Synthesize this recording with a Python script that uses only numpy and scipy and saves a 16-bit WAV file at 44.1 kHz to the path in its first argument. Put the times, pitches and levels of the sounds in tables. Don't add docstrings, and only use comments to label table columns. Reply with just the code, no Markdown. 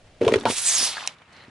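import sys
import numpy as np
from scipy import signal
from scipy.fft import rfft, irfft
from scipy.io import wavfile
from scipy.ndimage import uniform_filter1d

SR = 44100
rng = np.random.default_rng(int(sys.argv[2]) if len(sys.argv) > 2 else 0)


def generate_wav(signal):
    frames = np.transpose(np.atleast_2d(signal))
    scaled = np.clip(frames, -1, 1) * 32767
    pcm = np.round(scaled).astype(np.int16)
    wavfile.write(sys.argv[1], SR, pcm)


def field_ratio(decibels):
    return 10 ** (np.asarray(decibels, dtype=float) / 20)


N = 66150
BAND_EDGE_HZ = 11100


def evened(x):
    return x / np.sqrt(np.mean(x ** 2) + 1e-20)


def read(points, hz):
    f, value = np.transpose(points)
    return np.interp(np.log(hz + 1), np.log(f + 1), value)


def curve(rows, t, axis=1):
    rows = np.array(rows)
    return np.interp(t, rows[:, 0], rows[:, axis])


def add(mix, s, sound):
    part = mix[..., round(s * SR):][..., :sound.shape[-1]]
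    part += sound[..., :part.shape[-1]]


def coloured(x, tone):
    gain = field_ratio(read(tone, np.fft.rfftfreq(x.shape[-1], 1 / SR)))
    return irfft(rfft(x) * gain, x.shape[-1])


def resonate(x, hz, width):
    turn = np.exp(2j * np.pi * np.cumsum(hz * np.ones(x.shape[-1])) / SR)
    r = np.exp(-np.pi * width / SR)
    return 2 * (turn * signal.lfilter([1 - r], [1, -r], x / turn + 1e-18)).real


def ring(x, hz, width):
    return resonate(resonate(x, hz, width), hz, 2 * width)


def modes(drive, table):
    return evened(sum(field_ratio(db) * evened(ring(drive, f, w)) for f, w, db in table))


# (f/Hz, level/dB)
STREET_TONE = [(25, -2), (70, -5), (120, -6), (350, -18), (600, -12), (950, -25), (2800, -26),
               (11000, -44.5)]
# (f/Hz, level/dB)
ROLL_TONE = [(30, -28), (90, -1.5), (300, -12.5), (1200, -11), (2300, -13.5), (3500, -22), (5300, -30.5),
             (11000, -41.5)]
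# (t/s, level/dB)
ROLL_LEVEL = [
    (1.15, -52.5),
    (1.25, -55),
    (1.41, -49),
    (1.46, -53.5),
]
STREET_DB, STREET_FADE_S = -52.5, 0.42


def street():
    t = np.arange(N) / SR
    noise = rng.standard_normal((2, 3, N))
    wide = noise[:, :1] + coloured(noise[:, 1:], [(100, -21.5), (1000, -6.0), (6000, 2.5)])
    rolling = np.clip(t / STREET_FADE_S - 1, 0, 1)
    lumps = field_ratio(evened(uniform_filter1d(rng.standard_normal(N), size=2000)))
    hum = evened(coloured(wide[0], STREET_TONE)) * field_ratio(STREET_DB) * (1 - rolling)
    tyre = evened(coloured(wide[1], ROLL_TONE)) * field_ratio(curve(ROLL_LEVEL, t)) * rolling
    return lumps * (hum + tyre)


# (f/Hz, width/Hz, level/dB)
RUSTLE_FOLDS = [(1940, 310, -0.5), (3010, 330, -4.5), (4090, 460, -1)]
RUSTLE_S, RUSTLE_LEN_S, RUSTLE_DB = 1.25, 0.23, -51.5


def rustle():
    u = np.arange(0, 1, 1 / (SR * RUSTLE_LEN_S))
    noise = rng.standard_normal((4, 16000))
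    unsteady = field_ratio(3.3 * evened(uniform_filter1d(noise[3], size=300)))
    drive = (noise[0] + 0.35 * noise[1:3]) * unsteady
    swell = np.sin(np.pi * u ** 1.66) ** 2
    return RUSTLE_S, field_ratio(RUSTLE_DB) * swell * modes(drive, RUSTLE_FOLDS)[:, :len(u)]


# (f/Hz, width/Hz, level/dB)
CAP_MODES = [(5600, 1200, 1), (3900, 700, -2), (2700, 700, -4), (790, 400, -9), (6900, 900, -6),
             (8200, 1500, -14)]
CAP_S, CAP_DB, CAP_T60_S, CAP_LOW_HZ = 1.0750, -18, 0.012, 500
CAP_CLICK_DB, CAP_BITE_DB, CAP_TAIL = -2.5, 22, 0.086


def cap():
    t = np.arange(2000) / SR
    noise = rng.standard_normal((3, 2000))
    noise = noise[0] + 0.38 * noise[1:] + field_ratio(CAP_BITE_DB) * (np.arange(2000) == 4)
    rings = modes(noise, CAP_MODES) * (1 + CAP_TAIL * field_ratio(50 * t / CAP_T60_S))
    click = field_ratio(CAP_CLICK_DB) * np.exp(-t / 0.00054) * np.clip(noise, -4, 4)
    snap = field_ratio(CAP_DB - 60 * t / CAP_T60_S) * (rings + click)
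    snap = signal.lfilter(*signal.butter(2, CAP_LOW_HZ, "high", fs=SR), snap)
    return CAP_S, snap * np.array([[.84], [1.19]])


# (f/Hz, correlation/1)
PORT_LIKENESS = [(60, 0.94), (1200, 0.9), (2600, 0.98), (5500, 0.68), (11600, 0.86)]
# (f/Hz, phase/rad)
PORT_LAG = [(2900, -0.048), (5000, -0.96), (11000, -1.41)]


def hiss(field_db, patchy_db, flicker_db):
    frames, hz = N // 64 + 5, np.fft.rfftfreq(256, 1 / SR)[:, None]
    a, b, c, d, patches = rng.standard_normal((frames, 129, 5)).T
    t = np.arange(frames)[None] * 64 / SR
    gain = field_ratio(field_db(hz, t)) * (hz < BAND_EDGE_HZ) * np.ones_like(a)
    gain = gain / np.sqrt((gain ** 2).mean(0))
    flicker = evened(uniform_filter1d(patches[:1], size=4, axis=1))
    patches = uniform_filter1d(patches, size=4, axis=0)
    patches = evened(uniform_filter1d(patches, size=20, axis=1))
    same = np.clip(read(PORT_LIKENESS, hz), -1, 1)
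    left = a + 1j * b
    right = same * left + np.sqrt(1 - same ** 2) * (c + 1j * d)
    right = right * np.exp(-1j * read(PORT_LAG, hz))
    z = np.array([left, right]) * gain * field_ratio(patchy_db * patches + flicker_db * flicker)
    return evened(signal.istft(z, nperseg=256, noverlap=192)[1][:, :N])


# (f/Hz, level/dB)
SLIT_TONE = [(59, -48), (100, -25.5), (661, -13), (1480, -8.5), (1700, -6), (6470, 2.5), (11000, 2),
             (14300, -26), (22000, -120)]
# (f/Hz, level/dB)
GAP_TONE = [(59, -57.5), (100, -14.5), (553, -19.5), (635, -1.5), (1770, -4), (4200, -3), (11000, -12.5),
            (14300, -41.5), (22000, -120)]
# (t/s, f/Hz)
MOUTH = [
    (.62, 8800),
    (.80, 5640),
    (.93, 3900),
]
# (t/s, level/dB, gap opening/1)
JET_FLOW = [(.462, -53, .2), (.482, -37.5, 0.3), (.492, -29.5, 1), (.51, -26.5, 0.01), (.55, -30.5, 0.37),
            (.585, -24.5, 0.11), (.61, -29.5, 0.22), (.68, -21.5, 0.23), (.81, -22, 0.55),
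            (.855, -22, 0.27), (.93, -33, 0.89), (.965, -37.5, 1.1), (1.08, -41, 1.38), (1.15, -59.5, 1)]
MOUTH_DB, MOUTH_OCTAVES = 4.5, 0.49


def air_colour(hz, s):
    octaves = np.log2((hz + 1) / curve(MOUTH, s))
    mouth = np.exp(-(octaves / MOUTH_OCTAVES) ** 2) * np.clip((s - MOUTH[0][0]) * 20, 0, 1)
    slit, gap = read(SLIT_TONE, hz), read(GAP_TONE, hz)
    return slit + curve(JET_FLOW, s, axis=2) * (gap - slit) + MOUTH_DB * mouth


# (t/s, length/s, start f/Hz, end f/Hz, level/dB)
EDGE_TONES = [(.610, .032, 10400, 10300, -35), (.650, .053, 8300, 7950, -26), (.655, .042, 7150, 7100, -30),
              (.692, .02, 6600, 5900, -28), (.735, .032, 6600, 6350, -29), (.765, .06, 5600, 4850, -31),
              (.775, .028, 10800, 10300, -33), (.826, .038, 9200, 9800, -31), (.82, .035, 5700, 6400, -32),
              (.715, .03, 9300, 8000, -33), (.80, .03, 10000, 9400, -34)]
# (f/Hz, left minus right level/dB)
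SIDE_BALANCE = [(60, 0.5), (830, -0.5), (11600, -2)]
# (t/s, left minus right level/dB)
JET_SWING = [
    (.5, 0),
    (.538, -2),
    (.676, 0),
    (.708, -1),
    (.852, -0.5),
    (1.0, 1),
]
WHISTLE_WIDTH_HZ, WHISTLE_DB = 180, 4


def jet():
    t = np.arange(N) / SR
    air = hiss(air_colour, patchy_db=1.4, flicker_db=0.5)
    out = air * field_ratio(curve(JET_FLOW, t)) * (t > JET_FLOW[0][0]) * (t < JET_FLOW[-1][0])
    edge = hiss(lambda hz, s: 0 * hz, patchy_db=0, flicker_db=0)
    for start, length, hz0, hz1, db in EDGE_TONES:
        u = np.arange(0, 1, 1 / (SR * length))
        hz = hz0 + (hz1 - hz0) * u
        tone = ring(edge[:, round(start * SR):][:, :len(u)], hz, WHISTLE_WIDTH_HZ)
        add(out, start, field_ratio(db + WHISTLE_DB) * np.sin(np.pi * u) ** .5 * evened(tone))
    left = coloured(out[0], [(f, db / 2) for f, db in SIDE_BALANCE])
    right = coloured(out[1], [(f, -db / 2) for f, db in SIDE_BALANCE])
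    return np.array([left, right]) * field_ratio(curve(JET_SWING, t) * np.array([[.5], [-.5]]))


# (t/s, level/dB)
CREASE_LEVEL = [
    (.205, -62.5),
    (.214, -32),
    (.26, -30),
    (.30, -29.5),
    (.37, -31),
    (.41, -39),
    (.45, -38.5),
    (.50, -37),
    (.525, -45.5),
]
# (f/Hz, level/dB)
CREASE_COLOUR = [(35, -35.5), (70, -11), (200, 8), (450, 5), (877, -1.5), (1220, -6.5), (3780, -16),
                 (11000, -32.5), (14300, -50), (22000, -120)]
CREASES_PER_S, CREASE_SPREAD_DB, CREASE_S = 1400, 4.5, 0.0024


def creasing():
    t = np.arange(N) / SR
    draw = rng.random((N, 2)).T
    sizes = field_ratio(-CREASE_SPREAD_DB * np.log(0.22 + draw[0])) * (draw[1] < CREASES_PER_S / SR)
    sizes = signal.lfilter([1], [1, -np.exp(-1 / (SR * CREASE_S))], sizes)
    noise = rng.standard_normal((3, N))
    grains = evened(coloured(sizes * (noise[0] + 0.065 * noise[1:]), CREASE_COLOUR))
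    loaded = (t > CREASE_LEVEL[0][0]) * (t < CREASE_LEVEL[-1][0])
    return grains * field_ratio(curve(CREASE_LEVEL, t)) * loaded


# (f/Hz, width/Hz, level/dB)
SEAM_MODES = [(904, 71, 7.5), (683, 475, 7), (1186, 270, -6.5), (340.7, 390, -3), (2500, 1200, -5)]
FLUTTER_S, FLUTTER_LEN_S, FLUTTER_DB, FLUTTER_FADE_DB = .4575, 0.041, -19.5, -13


def flutter():
    u = np.arange(0, 1, 1 / (SR * FLUTTER_LEN_S))
    seam = modes(rng.standard_normal(4000)[:len(u)], SEAM_MODES)
    ramps = np.clip(np.minimum(20 * u, 8 - 8 * u), 0, 1)
    return FLUTTER_S, field_ratio(FLUTTER_DB + FLUTTER_FADE_DB * u ** 2) * seam * ramps


# (f/Hz, level/dB)
SNAP_TONE = [(300, -28.5), (900, -1), (3000, -12), (11000, -23.5)]
BITE_DB = 11


def crack(noise, start, db, hz, t60, wide_db, width):
    t = np.arange(noise.shape[-1]) / SR
    noise = noise[0] + .45 * noise[1:] + field_ratio(BITE_DB) * (np.arange(len(t)) == 8)
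    body = evened(ring(noise, hz, width * hz)) + field_ratio(wide_db) * evened(coloured(noise, SNAP_TONE))
    return start, field_ratio(db - 8.5 - 60 * t / t60) * np.minimum(t / 0.00028, 1) * body


PUSH_DB, PUSH_STRETCH = -19, 1.26


def boom(start, length, db, hz, skew):
    t = np.arange(0, length * PUSH_STRETCH, 1 / SR)
    hump = np.sin(np.pi * np.clip(t / length, 0, 1) ** skew) ** 3.35
    push = field_ratio(PUSH_DB) * np.sin(np.pi * t / t[-1]) * np.sin(4 * np.pi * t / t[-1])
    return start, field_ratio(db) * (hump * np.sin(2 * np.pi * hz * t) + push)


# (t/s, length/s, peak level/dB, f/Hz, slowness of the rise 0-1)
BUCKLES = [(0.2131, 0.007, -9, 418, 0.77), (0.2195, 0.011, -9, 448, 0.89), (.232, 0.0089, -16, 377, 0.73),
           (0.241, 0.0094, -16.5, 450, 0.94), (0.248, 0.0067, -22, 425, 0.7),
           (0.2650, 0.017, -8, 435, 0.62), (0.2790, 0.0073, -10, 590, 0.37),
           (.2815, .012, -16.5, 1020, 0.67), (.2845, 0.009, -13.5, 571, 0.98),
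           (0.289, 0.02, -17.5, 403, .7), (0.313, .007, -18.5, 294, 0.7), (0.3226, 0.0068, -6.5, 403, .83),
           (.328, 0.008, -25, 500, 0.8), (0.339, 0.0084, -9.5, 463, .8), (0.3568, 0.019, -10, 401, .45),
           (0.375, 0.011, -21, 450, .9), (0.4539, 0.0046, -6.5, 597, 0.69), (0.5, 0.0036, -13.5, 416, .83),
           (0.506, 0.0059, -28.5, 447, 1), (.522, 0.0043, -25.5, 600, 0.9),
           (0.808, 0.012, -35.5, 290, 0.64), (.827, 0.0053, -27, 430, 0.68), (1.48, 0.0079, -38, 250, 1)]
# (t/s, peak level/dB, ring f/Hz)
FOLD_CRACKS = [(0.2112, -35, 2560), (0.2157, -26.5, 2300), (0.2216, -32, 2500), (0.2487, -22.5, 3100),
               (0.2656, -24.5, 2740), (0.2793, -11, 2740), (0.2813, -21.5, 6200), (0.29, -29, 6200),
               (0.3200, -16.5, 2540), (.3240, -25.5, 4500), (0.3366, -25.5, 7500), (.3390, -5.5, 2510),
               (0.3419, -13.5, 2400), (0.3581, -17.5, 2600), (.3585, -26.5, 5980), (0.3871, -27, 3800),
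               (0.3990, -28.5, 7400), (0.41, -27, 3700), (.429, -35.5, 8000), (0.4543, -11, 2500),
               (0.5027, -17, 2500), (0.5058, -22, 3350), (0.509, -14.5, 2700)]
# (t/s, peak level/dB, ring f/Hz)
CARD_TICKS = [(.8275, -27.5, 790), (0.9694, -16.5, 1440), (.9725, -23, 1600), (.9797, -21.5, 1470),
              (.9825, -21.5, 1280), (.991, -29, 2500), (.998, -28, 3200), (1.0055, -27, 2500),
              (1.0078, -22, 2300), (1.0182, -26, 1300), (1.0275, -23, 1010), (1.038, -26, 2500),
              (1.044, -26, 1104), (1.048, -26, 1160), (1.053, -29, 1100), (1.064, -29.5, 7460),
              (1.0795, -26.5, 3000), (1.085, -31, 2500), (1.092, -30, 2820), (1.108, -33, 1220),
              (1.167, -46, 1177), (1.185, -45, 3600), (1.218, -34, 840), (1.220, -39, 2400),
              (1.256, -46.5, 3000), (1.281, -46, 2000), (1.325, -49, 5300), (1.330, -44, 4200),
              (1.330, -49.5, 7200), (1.352, -51, 3500), (1.366, -42, 4200), (1.448, -45, 2200),
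              (1.482, -50, 4500)]


def carton():
    hollow, out = np.zeros(N), np.zeros((2, N))
    for row in BUCKLES:
        add(hollow, *boom(*row))
    for row in FOLD_CRACKS:
        add(out, *crack(rng.standard_normal((3, 3000)), *row, t60=.016, wide_db=-4, width=0.53))
    for row in CARD_TICKS:
        add(out, *crack(rng.standard_normal((3, 3000)), *row, t60=.021, wide_db=-11, width=.4))
    add(hollow, *flutter())
    return out + hollow + creasing()


TAIL_DB, TAIL_T60_S = -8.5, 0.073


def space(x):
    t = np.arange(8000) / SR
    taps = np.sign(rng.standard_normal((2, 8000))) * (rng.random((2, 8000)) < .05)
    taps = taps * field_ratio(-60 * t / TAIL_T60_S) * (t > .004)
    taps = field_ratio(TAIL_DB) * taps / np.linalg.norm(taps[0])
    taps = taps[0] + coloured(taps - taps[0], [(300, -12.0), (3000, 4)])
    return x + signal.fftconvolve(x, taps, axes=1)[:, :N]


def scene():
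    body = coloured(carton(), [(30, -37.5), (80, 0.5)])
    mix = street() + space(body) + jet()
    add(mix, *cap())
    add(mix, *rustle())
    return mix


def top_cut(x):
    return signal.sosfilt(signal.butter(12, 16280, fs=SR, output="sos"), x)


# (f/Hz, level/dB)
BAND_LEAK = [(11100, -26), (12300, -30), (16000, -38)]


def record(dry):
    lowpass = signal.firwin(301, BAND_EDGE_HZ, window=("kaiser", 7), fs=SR)
    low = signal.oaconvolve(dry, lowpass[None], "same")
    return top_cut(low + coloured(dry - low, BAND_LEAK))


dry = scene()
out = record(dry)
generate_wav(out)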